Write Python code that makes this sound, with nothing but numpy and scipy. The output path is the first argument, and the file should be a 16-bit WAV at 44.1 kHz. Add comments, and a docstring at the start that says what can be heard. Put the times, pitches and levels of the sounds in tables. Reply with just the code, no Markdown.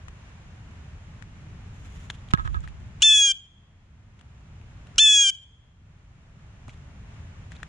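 """A backyard in light rain, two microphones a hand's width from a hanging wooden feeder.
A blue jay flutters in, lands with a thump and screams twice: rough harmonic stacks ruled by the 4th harmonic.
Struck board modes rattle and a low shudder sways the tray; claws, seeds and drops tick as cracks with damped rings.
Behind lie the yard's echoes, filtered-noise rain and a low rumble.
The recorder's gain control ducks everything under each scream, then lets the background creep back."""
import sys
import numpy as np
from scipy import signal
from scipy.fft import rfft, irfft
from scipy.io import wavfile
from scipy.ndimage import uniform_filter1d, minimum_filter1d

SR = 44100
rng = np.random.default_rng(int(sys.argv[2]) if len(sys.argv) > 2 else 0)


def output_pcm(signal):
    """Save a mono or channel-first signal as 16-bit PCM at the path in sys.argv[1].

    Samples are clipped to [-1, 1] before scaling.
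    """
    pcm = np.clip(np.atleast_2d(signal).T, -1, 1) * 32767
    wavfile.write(sys.argv[1], SR, np.round(pcm).astype(np.int16))


N = 338688
TIME = np.arange(N) / SR
FREQS = np.fft.rfftfreq(N, 1 / SR) + 1e-3  # kept above zero for the logarithm

# The two screams, before the boost for closeness: (time [s], length [s], settled pitch before the sag [Hz],
# level [dB], fade [dB/s], upper harmonics [dB relative], scoop [s], harshness at the end [0-1])
SCREAM_CALLS = [(3.0198, .307, 896, -10.7, 30, -11.5, .0065, .06),
                (4.9808, .328, 895, -10.2, 24, -10.5, .0085, .12)]
# Upper harmonics as they leave the beak: (frequency [Hz], level [dB relative])
THROAT_COLOUR = [(3900, -19.5), (4400, -24), (4750, -12), (5900, -6), (7400, -4), (8300, -18.5),
                 (9200, -15), (10200, -31.5), (11200, -37.5), (13000, -38), (15500, -48.5)]
# Harmonics 1 to 3 against the 4th: (level [dB])
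LOW_HARMONIC_LEVELS = [-44.5, -24, -16]
# Rasp between the harmonics: (frequency [Hz], level [dB relative])
RASP_COLOUR = [(1000, -30), (2000, -22), (2500, -6), (3100, -6), (4100, 4), (4550, -15), (5700, 1),
               (6700, 3), (8200, -10), (9200, -9), (10800, -26), (13000, -28), (15500, -38)]
# How much louder the screams reach the left microphone: (frequency [Hz], difference [dB])
LEFT_BALANCE = [(800, 2), (1650, 1.5), (2500, 4.5), (3200, .5), (5000, .5), (8000, 2.5), (15000, 3)]
# How far the left microphone leads for the screams: (frequency [Hz], phase [rad])
LEFT_LEAD = [(800, -0.18), (3300, -.45), (5300, 0.64), (7100, 0.35), (8300, 1.2), (9300, 0.47),
             (10200, 1.5), (12800, 1.3), (15000, .4)]
# The jay's blows on the tray, before the treble roll-off:
# (time [s], thud level [dB], thud pitch [Hz], ring level [dB], rattle decay time [s])
TRAY_BLOWS = [(2.3363, -4, 140, -5, 0.0039), (2.348, -26, 71, -19, 0.0024), (2.381, -27, 109, -24, 0.019),
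              (2.396, -25, 79, -19, 0.0029), (2.451, -22, 75, -26, .018), (2.476, -34, 90, -23, 0.0039),
              (2.545, -25.5, 90, -21, 0.01), (2.567, -18, 69, -28, 0.0052), (2.639, -34, 90, -35, .0096),
              (6.68, -38, 279, -46, .005)]
# What the tray's boards ring with: (frequency [Hz], level [dB relative], time to fall 60 dB [s])
TRAY_MODES = [(371, 3.5, 0.053), (1092, 5, 0.073), (1264, 20.5, 0.032), (1290, -10, 0.028),
              (1623, 8.5, 0.063), (3066, -35.5, .025), (3440, -1, 0.023)]
# The jay's weight sets the tray swinging on its cords, as it lands and as it bobs with each scream:
# (time [s], level [dB], time to the widest swing [s], left over right [ratio])
SWING_PUSHES = [(2.33, -28, 0.14, -0.092), (2.98, -35.5, .13, 0.81), (4.94, -37.5, .12, .9)]
# Shudder of the swinging tray: (frequency [Hz], level [dB relative])
SHUDDER_COLOUR = [(20, -11.5), (52, 7), (90, -4.5), (150, -11.5), (300, -37.5), (900, -91.5)]
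# Ticks of drops, claws and shells, before the treble roll-off: (time [s], ring level [dB],
# pitch [Hz], crack against ring [dB], share that comes through the mount [dB])
TICK_CONTACTS = [(0.083, -44.5, 1260, 3, 7.5), (1.224, -34, 1700, -5, 2), (2.101, -22.5, 1740, -12.5, -8.5),
                 (2.1014, -20.5, 3380, -2.5, -12), (2.287, -40, 3240, -6, -17), (2.311, -48, 1281, 1, -7),
                 (2.3364, -21, 2800, 3.5, 3), (2.349, -28, 3430, -8.5, -0.5), (2.375, -26, 1759, -14, 1.5),
                 (2.476, -28, 1666, -9, -1), (2.544, -36, 3580, -8, -1), (2.605, -42, 7200, -3, 1),
                 (2.676, -29.5, 1790, -8.5, -5.5), (4.2112, -40.5, 1750, 1, 0.5),
                 (4.614, -42.5, 2570, -7.5, -2), (4.8702, -44, 2860, 0.5, -10),
                 (4.959, -46, 5240, 3.5, -2.5), (6.6813, -32, 1120, -4, -10),
                 (6.686, -35.5, 723, -10.5, -9), (6.694, -34, 2300, -5.5, -16),
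                 (7.5193, -33, 1690, -2.5, -4.5), (7.566, -42, 3850, -10, -11),
                 (7.602, -44.5, 1510, -7, -5), (7.631, -26, 1800, -2, -5)]
# Colour of cracks and scrapes as heard through the microphones: (frequency [Hz], level [dB relative])
CRACK_TONE = [(500, -10.5), (1300, -2), (3400, -2.5), (4700, -12.5), (7000, -5.5), (8300, -13), (9500, -12),
              (11500, -31.5), (15500, -40)]
# Claws, beak and peanut scraping: (time [s], length [s], level before lift and colour [dB])
SCRAPE_RUNS = [(2.097, 0.016, -39), (2.13, 0.035, -53), (2.304, .015, -44), (2.378, 0.044, -55.5),
               (2.44, .037, -47.5), (2.537, 0.037, -52.5), (2.622, 0.044, -53.5), (2.679, 0.014, -50.5),
               (3.002, 0.026, -47.5), (4.188, .014, -51), (4.969, 0.035, -52), (6.682, 0.036, -53.5),
               (6.722, .031, -58), (7.503, 0.044, -55.5), (7.547, 0.023, -54)]
# Treble roll-off of the microphones on close contact sounds: (frequency [Hz], gain [dB])
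CONTACT_TONE = [(4000, 3.5), (9800, -2), (12000, -5), (15500, -16)]
# Wingbeats, flying in and catching balance:
# (time of the strongest beat [s], half length [s], level before the beat and rustle [dB])
WING_FLURRIES = [(1.944, 0.21, -57), (2.512, 0.17, -61.5)]
# Colour of wing rustle as heard through the microphones: (frequency [Hz], level [dB relative])
RUSTLE_TONE = [(500, 0.5), (1300, 2), (3400, -1.5), (4700, -13.5), (7000, -3), (8300, -16), (9500, -15),
               (11500, -24), (15500, -32)]
# Echoes from tray, siding and house fronts: (nominal delay [s], level before the yard's colour [dB])
YARD_ECHOES = [(.0031, -29), (.0074, -28.5), (.026, -31), (.052, -27), (.088, -33.5), (.135, -38.5)]
# What the surroundings give back: (frequency [Hz], gain [dB])
YARD_TONE = [(1000, 0), (2400, 1), (3300, 4), (6000, -6), (10000, -2.5)]
# Rain hiss: (frequency [Hz], density [dB per Hz, relative])
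RAIN_COLOUR = [(180, -34.5), (300, -9), (353, -6.5), (459, -4), (627, -3), (714, -3.5), (959, -3.5),
               (1730, -4.5), (2820, -8), (4690, -18.5), (7060, -16), (8320, -28), (9640, -26),
               (12100, -50.5), (15000, -54.5)]
# Likeness of left and right in the rain: (frequency [Hz], correlation [-1 to 1])
RAIN_WIDTH = [(300, -0.11), (640, 0.68), (1410, 0.058), (3100, -0.11), (6820, -0.42), (15000, -0.41)]
# Distant rumble: (frequency [Hz], density [dB per Hz, relative])
RUMBLE_COLOUR = [(12, -38), (20, -10), (43, -2.5), (86, 2), (167, -7.5), (317, -24), (351, -25.5),
                 (450, -29), (580, -58.5), (990, -120)]
# Slow swell of the rumble: (time [s], level [dB relative])
RUMBLE_SWELL = [(0, -1.5), (1.9, 2), (3.2, 0.5), (6.5, 0.5), (7.68, 0)]

# Each scream scoops up from this share below its pitch, and sags steadily
SCOOP_SHARE, SAG_HZ_PER_S = .21, 350
# The voice is rough (0-1) at its start, locks a moment later, and turns rough again as it closes
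ONSET_ROUGHNESS, LOCK_S, ROUGH_S = .5, .008, .016
CLOSING_ROUGHNESS, RELEASE_S = 0.2, .012
# A narrow throat resonance that the 8th harmonic slides through
RESONANCE_HZ, RESONANCE_HALF_WIDTH_HZ, RESONANCE_DB = 6550, 120, 10.5
# A scream swells, holds and fades; its upper harmonics fade less
SWELL_DB, SWELL_S, HOLD_S, BRIGHTEN_DB_PER_S = 6.5, 0.054, 0.09, 7.5
# A crack has this decay time at the given level; it halves for every so many dB that the contact is harder
CRACK_S, CRACK_AT_DB, CRACK_HALVES_DB = .002, -25.5, 28
# Boost of the screams for closeness, and the level above which the recorder turns down
CLOSE_DB, CEILING_DB = 14, -13
# Average levels, and the recorder's upper limit
RAIN_DB, RUMBLE_DB, TOP_HZ = -56.5, -43.5, 15650


def undb(db):
    """Decibels to gain."""
    return 10 ** (np.asarray(db) / 20)


def unit(x):
    """Scale to rms 1."""
    return x / np.sqrt(np.mean(x ** 2) + 1e-20)


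def at_hz(points, hz):
    """Read a spectrum on a log-frequency axis."""
    f, value = np.transpose(points)
    return np.interp(np.log(hz), np.log(f), value)


def colour(x, points):
    """Filter by a spectrum of (frequency [Hz], level [dB]) points."""
    return irfft(rfft(x) * undb(at_hz(points, FREQS)), N)


def walk(rate, size=N):
    """Smooth chance with spread 1 that changes about rate times a second."""
    f = np.fft.rfftfreq(size, 1 / SR)
    return unit(irfft(rfft(rng.standard_normal(size)) / (1 + (f / rate) ** 4), size))


def add(out, s, x):
    """Mix a sound in from time s."""
    i = int(s * SR)
    out[..., i:i + x.shape[-1]] += x[..., :N - i]


def pair(mid, side, likeness):
    """Two unrelated sounds as left and right with the given correlation."""
    m = rfft(mid) * np.sqrt((1 + likeness) / 2)
    s = rfft(side) * np.sqrt((1 - likeness) / 2)
    return irfft(np.array([m + s, m - s]), N)


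def ring(t, hz, t60):
    """A struck mode: a sine that falls 60 dB in t60 seconds."""
    return np.sin(2 * np.pi * hz * t) * np.exp(-np.log(1000) * t / t60)


def scream(length, top_hz, level_db, fade_db_per_s, upper_db, scoop_s, harshness,
           weak_db=-9, burst_db=2, octave_burst_db=8, fifth_db=17, jitter=0.036, shimmer=0.85,
           rasp_hz=220, waver=0.003, rasp_db=-21, crack_db=-18):
    """The syrinx snaps on, low and rough, scoops up and locks, then sags and coarsens; its 4th harmonic rules."""
    t = np.arange(int(length * SR)) / SR
    unlocked = np.exp(-(t / LOCK_S) ** 3)
    swelling = np.maximum(1 - t / SWELL_S, 0)

    onset = ONSET_ROUGHNESS * np.exp(-(t / ROUGH_S) ** 4)
    rough = np.clip(onset + harshness * (t / length) ** 3, 0, 1)
    rough = rough + CLOSING_ROUGHNESS * np.exp((t - length) / RELEASE_S)
    main_db = level_db - SWELL_DB * swelling - fade_db_per_s * np.maximum(t - HOLD_S, 0)

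    scoop = 1 - SCOOP_SHARE * np.exp(-np.maximum(t - LOCK_S / 2, 0) / scoop_s)
    pitch = (top_hz - SAG_HZ_PER_S * t) * scoop
    pitch = pitch * (1 + jitter * rough * walk(rasp_hz, len(t))
                     + 0.0019 * walk(80, len(t)) + waver * walk(16, len(t)))
    phase = 2 * np.pi * np.cumsum(pitch) / SR

    voice = 0
    for k in range(1, 20):
        if k < 4:
            db = LOW_HARMONIC_LEVELS[k - 1] + walk(12, len(t))
        elif k == 4:
            db = weak_db * unlocked
        else:
            detune = (k * pitch - RESONANCE_HZ) / RESONANCE_HALF_WIDTH_HZ
            resonance = RESONANCE_DB / (1 + detune ** 2)
            db = upper_db + BRIGHTEN_DB_PER_S * (t - length / 2) + at_hz(THROAT_COLOUR, k * pitch)
            db = db + resonance * (1 - unlocked) + 1.8 * walk(13, len(t))
            db = db + unlocked * (octave_burst_db + burst_db * (2 - k / 5))
            db = db + (k == 5) * fifth_db * np.sqrt(swelling)
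        # the odd harmonics only come in as the voice locks
        size = undb(db) * (1 - k % 2 * unlocked)
        # the faint 5th and the highest harmonics break up most
        flutter = shimmer * rough + (.1 + .6 * t / length) * (k == 5) + 1.2 * (k / 19) ** 4
        broken = size * (1 + flutter * walk(rasp_hz, len(t)))
        voice = voice + broken * np.sin(k * phase + rng.uniform(0, 2 * np.pi))

    # air rushes through once a cycle, most of it as the voice cracks on or turns harsh
    air = unit(colour(rng.standard_normal(N), RASP_COLOUR)[:len(t)])
    air_level = undb(rasp_db) * rough + undb(crack_db) * unlocked
    voice = voice + air_level * air * (1 + np.cos(phase))
    closing = np.sin(np.pi / 2 * np.clip((length - t) / RELEASE_S, 0, 1)) ** 2
    gate = np.clip(t / 0.0022, 0, 1) * closing
    return voice * gate * undb(main_db)


def jay():
    """Both screams, very loud at this distance, reaching the two microphones slightly out of step."""
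    out = np.zeros(N)
    for start, *call in SCREAM_CALLS:
        add(out, start, scream(*call))
    # half the difference goes to each side
    left = undb(at_hz(LEFT_BALANCE, FREQS) / 2) * np.exp(.5j * at_hz(LEFT_LEAD, FREQS))
    return irfft(rfft(out) * np.array([left, 1 / left]), N) * undb(CLOSE_DB)


def tray(thud_cycles=2.0, thud_lag_s=0.0017, thud_left=-0.15, ring_left=-0.64):
    """Blows flex the tray and ring its boards; through the mount they reach left and right opposed."""
    out, t = np.zeros((2, N)), np.arange(SR // 8) / SR
    boards = sum(undb(db) * ring(t, hz, t60) for hz, db, t60 in TRAY_MODES)
    for s, thud_db, thud_hz, ring_db, length in TRAY_BLOWS:
        thud = ring(t, thud_hz, thud_cycles / thud_hz) * t  # soft feet: the push builds up
        # one sharp hit, then a rattle of chance contacts
        contact = 0.095 * rng.standard_normal(len(t)) * np.exp(-t / length) * length / 0.01
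        contact[0] += 1
        wood = signal.fftconvolve(contact, boards)[:len(t)]
        wood = wood / np.abs(wood).max() * undb(ring_db)
        thud = thud / thud.max() * undb(thud_db)
        add(out, s, np.outer([ring_left, 1], wood))
        add(out, s + thud_lag_s, np.outer([thud_left, 1], thud))
    return out + swing()


def swing(loose=0.38):
    """After each push a low shudder builds up and dies away; a twist sets the two microphones apart."""
    shake, twist = unit(colour(rng.standard_normal((2, N)), SHUDDER_COLOUR))
    out = np.zeros((2, N))
    for s, db, rise_s, left in SWING_PUSHES:
        age = np.maximum(TIME - s, 0) / rise_s
        level = undb(db) * (age * np.exp(1 - age)) ** 2
        out += level * np.array([left * shake + loose * (1 - left) * twist, shake])
    return out


def ticks(ring_t60=0.0062, ring_rise_s=.0002, spread=0.25):
    """A short crack and the damped ring of the touched shell or board; the mount adds an opposed share."""
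    cracks, rings, t = np.zeros((2, N)), np.zeros((2, N)), np.arange(SR // 20) / SR
    for s, db, hz, crack_db, mount_db in TICK_CONTACTS:
        noise = rng.standard_normal((3, len(t)))
        length = CRACK_S * 2 ** ((CRACK_AT_DB - db) / CRACK_HALVES_DB)
        sides = 1 + undb(mount_db) * np.array([[1], [-1]])
        crack = (noise[0] + spread * noise[1:]) * np.exp(-t / length)
        tone = ring(t, hz, ring_t60) * (1 - np.exp(-t / ring_rise_s))
        add(cracks, s, sides * crack * undb(db + crack_db))
        add(rings, s, sides * tone * undb(db))
    return colour(cracks, CRACK_TONE) + rings


def scrapes(slips_per_s=900, spread=0.98, lift_db=3.5):
    """A scrape is a short run of tiny uneven slips over steady friction noise."""
    out = np.zeros((2, N))
    for s, length, db in SCRAPE_RUNS:
        size = int(length * SR)
        noise = rng.standard_normal((3, size))
        slips = (rng.random(size) < slips_per_s / SR) + 0.45
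        run = (noise[0] + spread * noise[1:]) * slips * np.hanning(size) ** .5
        add(out, s, unit(run) * undb(db + lift_db))
    # the second filter tilts the crack tone: (frequency [Hz], gain [dB])
    return colour(colour(out, CRACK_TONE), [(500, -2.5), (1500, 0.5), (3500, 0.5), (7000, -2)])


def wings(beat_hz=10.7, depth_db=2.0, uneven_db=1.9, crisp_db=2):
    """Feathers swish and rustle with every wingbeat; each flurry swells and fades."""
    level = np.zeros(N)
    for s, half_length, db in WING_FLURRIES:
        flurry = np.exp(-((TIME - s) / half_length) ** 4)
        beat_db = depth_db * np.cos(2 * np.pi * beat_hz * (TIME - s))
        level += flurry * undb(db + beat_db)
    rustle = undb(uneven_db * walk(30) + crisp_db * walk(440))
    return unit(colour(rng.standard_normal((2, N)), RUSTLE_TONE)) * level * rustle


def yard(x, t60=.82, wet_db=-34.0):
    """A few distinct echoes and a thin diffuse tail, different at each microphone."""
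    t = np.arange(SR) / SR
    tail = unit(rng.standard_normal((2, SR)) * undb(-60 * t / t60))
    response = tail * undb(wet_db) / np.sqrt(SR)
    for delay, db in YARD_ECHOES:
        for side in response:
            side[int(delay * rng.uniform(.9, 1.1) * SR)] += undb(db)
    return colour(signal.fftconvolve(x, response, axes=1)[:, :N], YARD_TONE)


def rain(drops_per_s=70, drop_db=-45, size_db=3.5):
    """Countless far drops merge into a hiss; a few nearer ones patter out of it."""
    likeness = np.clip(at_hz(RAIN_WIDTH, FREQS), -1, 1)
    hiss = pair(*rng.standard_normal((2, N)), likeness)
    hiss = unit(colour(hiss, RAIN_COLOUR)) * undb(RAIN_DB + 0.62 * walk(4.1))
    sizes = undb(size_db * np.minimum(rng.exponential(size=N), 4))
    drops = (rng.random(N) < drops_per_s / SR) * sizes
    patter = colour(drops * rng.uniform(.4, 1, (2, N)), CRACK_TONE)
    return hiss + patter * undb(drop_db)


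def rumble(likeness=0.98, waver_db=0.24):
    """The low, gently wavering drone of the neighbourhood, nearly alike at both microphones."""
    air = pair(*rng.standard_normal((2, N)), np.clip(likeness, 0, 1))
    swell_db = np.interp(TIME, *np.transpose(RUMBLE_SWELL))
    return unit(colour(air, RUMBLE_COLOUR)) * undb(RUMBLE_DB + swell_db + waver_db * walk(5.3))


def scene():
    """The feeder close by, the yard around it."""
    near = jay() + colour(ticks() + scrapes(), CONTACT_TONE) + wings()
    return near + yard(near) + colour(tray(), CONTACT_TONE) + rain() + rumble()


def gain_control(x, release_db_per_s=9.0, deaf_below_hz=200):
    """The gain drops at once under a loud sound, holds, then climbs back steadily; it barely heeds the bass."""
    window_s, hold_s = .006, .24
    bass_cut = signal.butter(1, deaf_below_hz, "high", fs=SR, output="sos")
    heard = signal.sosfilt(bass_cut, x)
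    power = uniform_filter1d(np.mean(heard ** 2, axis=0), int(window_s * SR))
    over = np.maximum(10 * np.log10(np.abs(power) + 1e-12) - CEILING_DB, 0)
    # hold the largest overshoot of the last moments
    hold = 2 * int(hold_s * SR / 2) + 1
    held = -minimum_filter1d(-over, hold, origin=hold // 2)
    # a running maximum on a rising ramp lets the cut shrink no faster than the release
    ramp = release_db_per_s * TIME
    cut_db = np.maximum.accumulate(held + ramp) - ramp
    return x * undb(-uniform_filter1d(cut_db, size=128))


def record(dry):
    """The recorder rides its gain and cuts the top."""
    top_cut = signal.ellip(10, .1, 80, TOP_HZ, fs=SR, output="sos")
    return signal.sosfilt(top_cut, gain_control(dry))


dry = scene()
out = record(dry)
output_pcm(out)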